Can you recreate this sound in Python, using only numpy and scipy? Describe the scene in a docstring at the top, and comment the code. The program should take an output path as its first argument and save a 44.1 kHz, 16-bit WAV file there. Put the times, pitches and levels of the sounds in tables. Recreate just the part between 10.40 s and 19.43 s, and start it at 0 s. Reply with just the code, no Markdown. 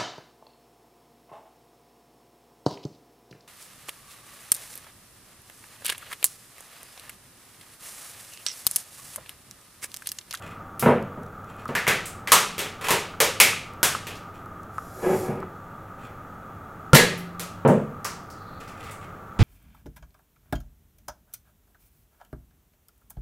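"""Bare, ringing kitchen: a flat plastic disk is levered under the crown cap of a glass bottle.
Its edge scrapes and snaps off the crimps; the bottle knocks and skids, driving the table's modes.
The seal breaks: the air in the neck rings, gas puffs out, the cap flicks free.
The disk lands on the table with a boom. Underneath: low hum, whirr and steps of a camera's lens drive."""
import sys
import numpy as np
from scipy import signal
from scipy.fft import rfft, irfft
from scipy.io import wavfile

SR = 44100
rng = np.random.default_rng(int(sys.argv[2]) if len(sys.argv) > 2 else 0)


def materialize(psi):
    """Save the field psi as 16-bit PCM at rate SR to the path in sys.argv[1].

    A 1-D psi becomes a single channel; in a 2-D psi each row is a channel.
    """
    bounded = np.clip(np.atleast_2d(psi).T, -1, 1)
    quanta = np.round(bounded * 32767).astype(np.int16)
    wavfile.write(sys.argv[1], SR, quanta)


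N = 398223
TIME_S = np.arange(N) / SR
CUTOFF_HZ = 16000


def from_db(db):
    """Decibels to gain."""
    return 10 ** (np.asarray(db) / 20)


def unit(x):
    """Scale to unit energy."""
    return x / np.sqrt(np.sum(x ** 2) + 1e-20)


def envelope(points):
    """Gain curve from (time [s], level [dB]); silent outside the points."""
    times_s, levels_db = np.transpose(points)
    return from_db(np.interp(TIME_S, times_s, levels_db, left=-200, right=-200))


def at_hz(points, hz):
    """Interpolate on a log-frequency axis."""
    points = np.array(points)
    return np.interp(np.log(hz + 1e-9), np.log(points[:, 0]), points[:, 1])


def colour(points, size=4096):
    """Unit-energy, minimum-phase impulse response from (frequency [Hz], level [dB])."""
    magnitude = from_db(at_hz(points, np.fft.rfftfreq(size, 1 / SR)))
    cepstrum = irfft(np.log(magnitude))
    cepstrum[1:size // 2] *= 2
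    cepstrum[size // 2 + 1:] = 0
    return unit(irfft(np.exp(rfft(cepstrum))))


def through(x, response):
    """Convolve, keeping the input length."""
    return signal.oaconvolve(x, response)[:len(x)]


def butter(x, order, hz, kind):
    """Causal Butterworth filter."""
    return signal.sosfilt(signal.butter(order, hz, kind, fs=SR, output="sos"), x)


def modes(rows):
    """One second of decaying sines, alternating in sign."""
    t = TIME_S[:SR]
    return sum((-1) ** k * from_db(db) * 1e-3 ** (t / t60_s) * np.sin(2 * np.pi * hz * t)
               for k, (hz, db, t60_s) in enumerate(rows))


def burst(t60_s):
    """Dying flurry of tiny slips, as decaying noise."""
    t = TIME_S[:SR // 2]
    return unit(rng.standard_normal(len(t)) * 1e-3 ** (t / t60_s))


def grains(per_s, spread_db):
    """Random stick-slip impulses of uneven size, rms 1."""
    sizes = from_db(spread_db * np.minimum(rng.exponential(1, N), 4))
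    signs = rng.choice([-1, 1], N)
    slips = rng.random(N) < per_s / SR
    return unit(sizes * signs * slips) * np.sqrt(N)


def add(track, time_s, sound):
    """Mix a sound in at time_s."""
    start = round(time_s * SR)
    track[start:start + len(sound)] += sound[:N - start]


# Room decay (frequency [Hz], T60 [s])
ROOM_DECAY = [(150, .62), (400, 0.45), (1000, 0.37), (2700, 0.49), (7000, 0.38), (14000, 0.22)]

def kitchen(wet_db, build_s=0.001, crack_gain=0.9):
    """New random room path per call: direct sound, close bounces, a tail dying soonest at the top."""
    t, hz = TIME_S[:SR], np.fft.rfftfreq(SR, 1 / SR)
    white = rfft(rng.standard_normal(SR))
    centres_hz, decays_s = np.transpose(ROOM_DECAY)
    tail = 0
    for weights, t60_s in zip(np.eye(len(centres_hz)), decays_s):
        band = at_hz(list(zip(centres_hz, weights)), hz)
        tail += irfft(white * band, SR) * 1e-3 ** (t / t60_s)
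    response = from_db(wet_db) * unit(tail * (1 - np.exp(-t / build_s)))
    add(response, 0, crack_gain * burst(t60_s=0.018))
    response[0] += 0.5
    return unit(response)


# Room rumble spectrum (frequency [Hz], level [dB])
RUMBLE_SPECTRUM = [(25, -9.5), (65, -8), (97, -0.5), (135, -5), (175, -4.5), (400, -11), (700, -11.5),
                   (950, -12), (1300, -33)]
# Lens drive whirr spectrum (frequency [Hz], level [dB])
WHIRR_SPECTRUM = [(700, -27), (1030, -25.5), (1150, -1), (1235, 1.5), (1330, -3), (1600, -13.5),
                  (2200, -24.5), (3300, -32.5), (5000, -39.5), (6800, -35.5), (8500, -40), (16000, -36)]
# Hum and whine (frequency [Hz], rms level [dB])
HUM_TONES = [(96.9, -52.5), (172.3, -57.5), (780.6, -60.5), (3391, -78), (12409, -78.5)]

def background(rumble_db=-44, whirr_db=-45):
    """Steady room rumble, lens drive whirr, hum and whine."""
    rumble = through(rng.standard_normal(N), colour(RUMBLE_SPECTRUM + [(2000, -38), (5000, -67.5)]))
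    whirr = through(rng.standard_normal(N), colour(WHIRR_SPECTRUM))
    hum = sum(np.sqrt(2) * from_db(db) * np.sin(2 * np.pi * (hz * TIME_S + rng.random()))
              for hz, db in HUM_TONES)
    return from_db(rumble_db) * rumble + from_db(whirr_db) * whirr + hum


# Lens drive steps (time [s], level [dB])
LENS_STEPS = [(1.2566, -18), (2.739, -26), (3.132, -19.5), (3.550, -12), (4.062, -29.5), (4.3826, -13.5),
              (5.028, -21.5)]

def lens_steps(ring_hz=1250, t60_s=0.013, rebound_s=0.00467, rebound_db=-5):
    """Each drive step rings twice inside the camera body."""
    out = np.zeros(N)
    ring = butter(modes([(ring_hz, 0, t60_s)]), 1, [900, 1800], "band")
    for time_s, db in LENS_STEPS:
        add(out, time_s, from_db(db) * ring)
        add(out, time_s + rebound_s, from_db(db + rebound_db) * ring)
    return out


# Tiny dry clicks (time [s], level [dB])
DRY_CLICKS = [(0.626, -29), (0.833, -32), (1.255, -28), (3.3358, -30), (4.2328, -32.5), (4.381, -25.5),
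              (5.0035, -31)]

def clicks(faint_per_s=1.6, faint_db=-35, faint_end_s=5.1):
    """Clicks too near and weak to excite the room; fainter ones fall at random."""
    out = np.zeros(N)
    tone = colour([(1500, -11.5), (3800, -2), (5500, -1), (11000, 2), (16000, -12)])
    faint_times_s = rng.uniform(0, faint_end_s, round(faint_per_s * faint_end_s))
    for time_s, db in DRY_CLICKS + [(s, faint_db) for s in faint_times_s]:
        add(out, time_s, from_db(db) * unit(through(burst(t60_s=0.012), tone)))
    return out


def finger_slide(start_s=7.9, end_s=8.2, start_hz=4900, end_hz=4050, settle_s=0.09, level_db=-63):
    """Fingertip along the disk: friction noise in one narrow, sinking resonance."""
    hz = end_hz + (start_hz - end_hz) * np.exp(-np.maximum(TIME_S - start_s, 0) / settle_s)
    friction = unit(butter(rng.standard_normal(N), 2, 420, "low")) * np.sqrt(2 * N)
    whistle = friction * np.sin(2 * np.pi * np.cumsum(hz) / SR)
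    return whistle * envelope([(start_s, level_db), (end_s, level_db)])


# Strokes over the cap (start [s], length [s], level [dB])
RUB_STROKES = [(0.004, 0.028, -42.5), (0.059, 0.013, -48), (1.073, 0.022, -46.5), (1.176, 0.017, -47),
               (2.18, 0.033, -34), (2.416, 0.089, -26.5), (2.717, .02, -57), (3.67, 0.017, -41),
               (3.935, 0.011, -50), (5.581, 0.051, -46.5), (8.197, .015, -45), (8.272, .02, -47.5),
               (8.37, 0.1, -41), (8.604, 0.022, -47.5)]
# Rubbing spectrum (frequency [Hz], level [dB])
RUB_SPECTRUM = [(250, -10.5), (450, 1.5), (700, -4), (1550, -3.5), (2150, 5), (2700, -4), (4000, -13),
                (6000, -17), (12000, -20), (16000, -25.5)]

def rubbing(swell_db=10.5, release_db_per_s=210.5):
    """Skin and plastic drag over the cap in fine grains; pressure builds, then eases."""
    pressure = np.zeros(N)
    for start_s, length_s, db in RUB_STROKES:
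        end_s = start_s + length_s
        pressure += envelope([(start_s, db - swell_db), (end_s, db), (end_s + 1, db - release_db_per_s)])
    return through(grains(per_s=1200, spread_db=5) * pressure, colour(RUB_SPECTRUM))


# Light touches (time [s], level [dB], spectral peak [Hz])
TOUCHES = [(0.395, 2, 11300), (1.279, -18, 3000), (1.657, -4.5, 8100), (3.755, -19, 4000),
           (6.777, -13.5, 12000), (7.277, -8.5, 7700), (7.646, -0.5, 5350), (7.902, -19, 5000),
           (8.202, -23, 3950), (8.278, -21.5, 5000), (8.436, -20, 3500), (8.51, -15, 8000)]

def ticks():
    """Fingernails, plastic and cap touch; each contact has its own broad, bright peak."""
    out = np.zeros(N)
    for time_s, db, peak_hz in TOUCHES:
        tone = colour([(500, -18), (peak_hz / np.sqrt(2), -9), (peak_hz, 0), (CUTOFF_HZ, -11)])
        add(out, time_s, from_db(db) * through(kitchen(wet_db=9), tone))
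    return out


# Disk and hand hitting the table (time [s], level [dB])
LANDING_HITS = [(8.990, 18), (9.004, 19.5)]
# Table boom spectrum (frequency [Hz], level [dB])
BOOM_SPECTRUM = [(25, -4), (55, -9), (90, 4), (150, -5.5), (300, -16.5), (1000, -24), (4000, -32),
                 (9000, -47), (16000, -63)]

def landing():
    """Heavy, soft blows make the whole table boom; the deep bass leans right."""
    boom = np.zeros(N)
    for time_s, db in LANDING_HITS:
        add(boom, time_s, from_db(db) * unit(through(kitchen(wet_db=17), colour(BOOM_SPECTRUM))))
    return boom + butter(boom, 1, 110, "low") * [[-0.5], [0.5]]


# Shoves on the bottle (start [s], hold [s], level [dB])
BOTTLE_SHOVES = [(4.648, .1, -18.5), (4.842, 0.065, -26.5), (4.95, 0.082, -32.5)]

def sliding_speed(attack_s=0.029, release_s=0.015):
    """Relative bottle speed: each shove builds, holds, dies away."""
    speed = np.zeros(N)
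    for start_s, hold_s, db in BOTTLE_SHOVES:
        rise = np.exp(np.minimum(TIME_S - start_s, 0) / attack_s)
        fall = np.exp(-np.maximum(TIME_S - start_s - hold_s, 0) / release_s)
        speed += from_db(db) * rise * fall
    return speed


# Base judder spectrum (frequency [Hz], level [dB])
JUDDER_SPECTRUM = [(60, -28), (150, -3), (270, -12), (380, 0.5), (500, -9), (680, -11), (820, -11),
                   (1100, -20.5), (2400, -27.5), (3500, -44.5), (6000, -62)]
# Grit hiss spectrum (frequency [Hz], level [dB])
GRIT_SPECTRUM = [(1700, -34), (3500, -7.5), (5000, -5), (7000, -3), (11400, 1.5), (13100, -2.5),
                 (16000, -13)]
# Grit hiss as the bottle tilts and slides (time [s], level [dB])
GRIT_ENVELOPE = [(4.3, -74), (4.344, -59), (4.522, -55), (4.646, -45), (4.778, -41.5), (4.866, -49),
                 (4.98, -74)]

def skid(judder_db=-4, groan_db=-5, groan_hz=372, wander_rad=0.0161):
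    """The base judders over the table; slips lock to one mode as a groan; grit hisses under the glass."""
    speed = sliding_speed()
    slips = grains(per_s=700, spread_db=2.5) * speed
    judder = from_db(judder_db) * through(slips, colour(JUDDER_SPECTRUM))
    drift_rad = np.cumsum(wander_rad * rng.standard_normal(N))  # uneven slips blur the pitch
    grip = np.interp(TIME_S, np.linspace(0, TIME_S[-1], 500), rng.rayleigh(1, 500))  # catch and release
    groan = from_db(groan_db) * grip * speed * np.sin(2 * np.pi * groan_hz * TIME_S + drift_rad)
    hiss = through(rng.standard_normal(N), colour(GRIT_SPECTRUM)) * envelope(GRIT_ENVELOPE)
    return groan + through(judder + hiss, kitchen(wet_db=-0.5))


# Bottle base contacts (time [s], level [dB], low-pass cutoff [Hz])
BASE_KNOCKS = [(0.426, 12.5, 1490), (0.460, 19, 1160), (0.485, 17.5, 860), (0.775, -2.5, 550),
               (1.290, 3.5, 1300), (4.884, 5, 220), (6.540, 18, 700), (7.250, 20, 700), (7.286, 19.5, 557),
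               (7.298, 14.5, 552)]
# Table top loaded by the bottle (frequency [Hz], level [dB], T60 [s])
TABLE_MODES = [(144.1, -0.5, 0.37), (174, -9.5, 0.52), (238.4, 0, 0.27), (363.3, -6, 0.25),
               (445, -2.5, .25), (481, -7.5, 0.46), (530, -9.5, 0.19), (598, -6, 0.23), (668, -12, 0.31),
               (918, -4, 0.23), (962, -3, .2), (1120, -13, 0.11), (1340, -11, .15), (1670, -19.5, .15)]
# Contact thud spectrum (frequency [Hz], level [dB])
THUD_SPECTRUM = [(60, -35.5), (130, -5.5), (230, -1.5), (300, -12), (480, -0.5), (720, -6), (950, -7),
                 (1500, -6.5), (3000, -10.5), (6000, -28)]

def knocks(wood_gain=0.7, scatter_db=0.67):
    """The glass base rocks on the table; soft contacts drive a dull thud and the table's modes."""
    out = np.zeros(N)
    for time_s, db, cutoff_hz in BASE_KNOCKS:
        wood = modes([(hz, mode_db + rng.normal(0, scatter_db), t60_s)
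                      for hz, mode_db, t60_s in TABLE_MODES])
        wood = butter(unit(wood), 2, 105, "high")  # the board radiates no deep bass
        thud = through(kitchen(wet_db=6.5, build_s=0.0022), colour(THUD_SPECTRUM))
        knock = butter(wood_gain * wood + thud, 2, cutoff_hz, "low")
        add(out, time_s, from_db(db) * unit(knock))
    return out


# Disk edge slipping off the cap; the rows at 6.547 and 6.552 s are the freed cap flicking off (time [s], level
# [dB], ring centre [Hz], ring boost [dB], treble [dB])
EDGE_SNAPS = [(1.352, 10, 1770, 11, -9), (1.468, 9, 2140, 14, -15), (1.478, 14, 1700, 6, -6.5),
              (1.874, 3.5, 2000, 10, -6.5), (1.919, 22.5, 1160, 10.5, 2), (2.181, 0.5, 3300, 4.5, -2.5),
              (2.192, 4, 3350, 4.5, -1.5), (2.412, -4.5, 1100, 7, -9), (2.444, 0, 1060, 7.5, -6),
              (2.485, 9, 972, 12.5, -3.5), (2.506, 13.5, 933, 5, -3.5), (2.803, 17, 504, 12.5, -2.5),
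              (3.001, 22, 2260, 9.5, 3.5), (3.430, 16, 1440, 8, 3.5), (3.669, -3.5, 2900, 5.5, -5.5),
              (6.547, 18, 4170, 1.5, -0.5), (6.552, 19, 1840, 6, -3.5), (6.996, -0.5, 1337, 4.5, 2),
              (7.65, 0, 1160, 10, -28)]
# Snap spectrum with a fist round the neck (frequency [Hz], level [dB])
SNAP_SPECTRUM = [(45, -25.5), (90, -11.5), (150, -1), (290, -7), (420, 3.5), (680, -2), (950, 0.5),
                 (1500, -1.5), (2600, -1), (4500, -5), (6500, -4), (10000, -4), (13000, -4), (16000, -15.5)]

def snaps(ring_half_width_oct=0.28, slack_knock_db=9.5, knock_loss=1.27, bite_share=0.42):
    """The edge, or the freed cap, lets go with a crack; a tighter grip gives more broad ring and less low
    knock."""
    out, grid_hz = np.zeros(N), np.geomspace(40, CUTOFF_HZ, 300)
    for time_s, db, ring_hz, ring_db, treble_db in EDGE_SNAPS:
        knock_db = slack_knock_db - knock_loss * ring_db
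        grip = [(450, knock_db), (900, 0), (1900, 0), (3500, bite_share * treble_db), (8000, treble_db)]
        resonance_db = ring_db / (1 + (np.log2(grid_hz / ring_hz) / ring_half_width_oct) ** 2)
        spectrum_db = at_hz(SNAP_SPECTRUM, grid_hz) + at_hz(grip, grid_hz) + resonance_db
        tone = colour(list(zip(grid_hz, spectrum_db)))
        crack = kitchen(wet_db=7.5, build_s=0.002, crack_gain=1.1)
        add(out, time_s, from_db(db) * through(crack, tone))
    return out


# Air in the neck (frequency [Hz], level [dB], T60 [s])
NECK_MODES = [(140.4, 3.5, .1), (180, -1, 0.068), (497, -2, .07), (906, -8.5, 0.032), (1383, -0.5, 0.089)]
# Lingering hum of the open bottle (frequency [Hz], level [dB], T60 [s])
OPEN_BOTTLE_MODES = [(174, -30, 3.1), (179, -41, 2.6), (376, -30, 1.08)]
# Freed cap (frequency [Hz], level [dB], T60 [s])
CAP_MODES = [(1678, -3, 0.15), (1873, -6, .2), (2040, -6.5, .22), (3990, -4, 0.069), (4450, -3, .05)]

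def pop(seal_s=6.5325, cap_s=6.551, neck_db=23, gas_db=14, cap_db=15):
    """The seal breaks: neck air rings, gas spurts into the room, the cap flicks free."""
    out = np.zeros(N)
    spurt = colour([(60, -7), (140, 2), (300, -32), (490, 3.5), (800, -10.5), (1700, -5.5),
                    (4000, -12), (10000, -14.5), (16000, -30)])
    add(out, seal_s, from_db(neck_db) * unit(modes(NECK_MODES)) + modes(OPEN_BOTTLE_MODES))
    add(out, seal_s, from_db(gas_db) * through(kitchen(wet_db=5, build_s=0.0041), spurt))
    add(out, cap_s, from_db(cap_db) * unit(through(kitchen(wet_db=13.5), modes(CAP_MODES))))
    return out


def scene():
    """Stereo mix; all centred except the landing."""
    hands = snaps() + ticks() + through(rubbing() + finger_slide(), kitchen(wet_db=-3))
    bottle = knocks() + skid() + pop()
    return hands + bottle + landing() + lens_steps() + clicks() + background()


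def record(dry):
    """Peaks flattened just under full scale, then a steep low-pass."""
    clipped = np.clip(dry, -0.95, 0.95)
    return signal.sosfilt(signal.ellip(10, 0.2, 80, CUTOFF_HZ, fs=SR, output="sos"), clipped)


dry = scene()
out = record(dry)
materialize(out)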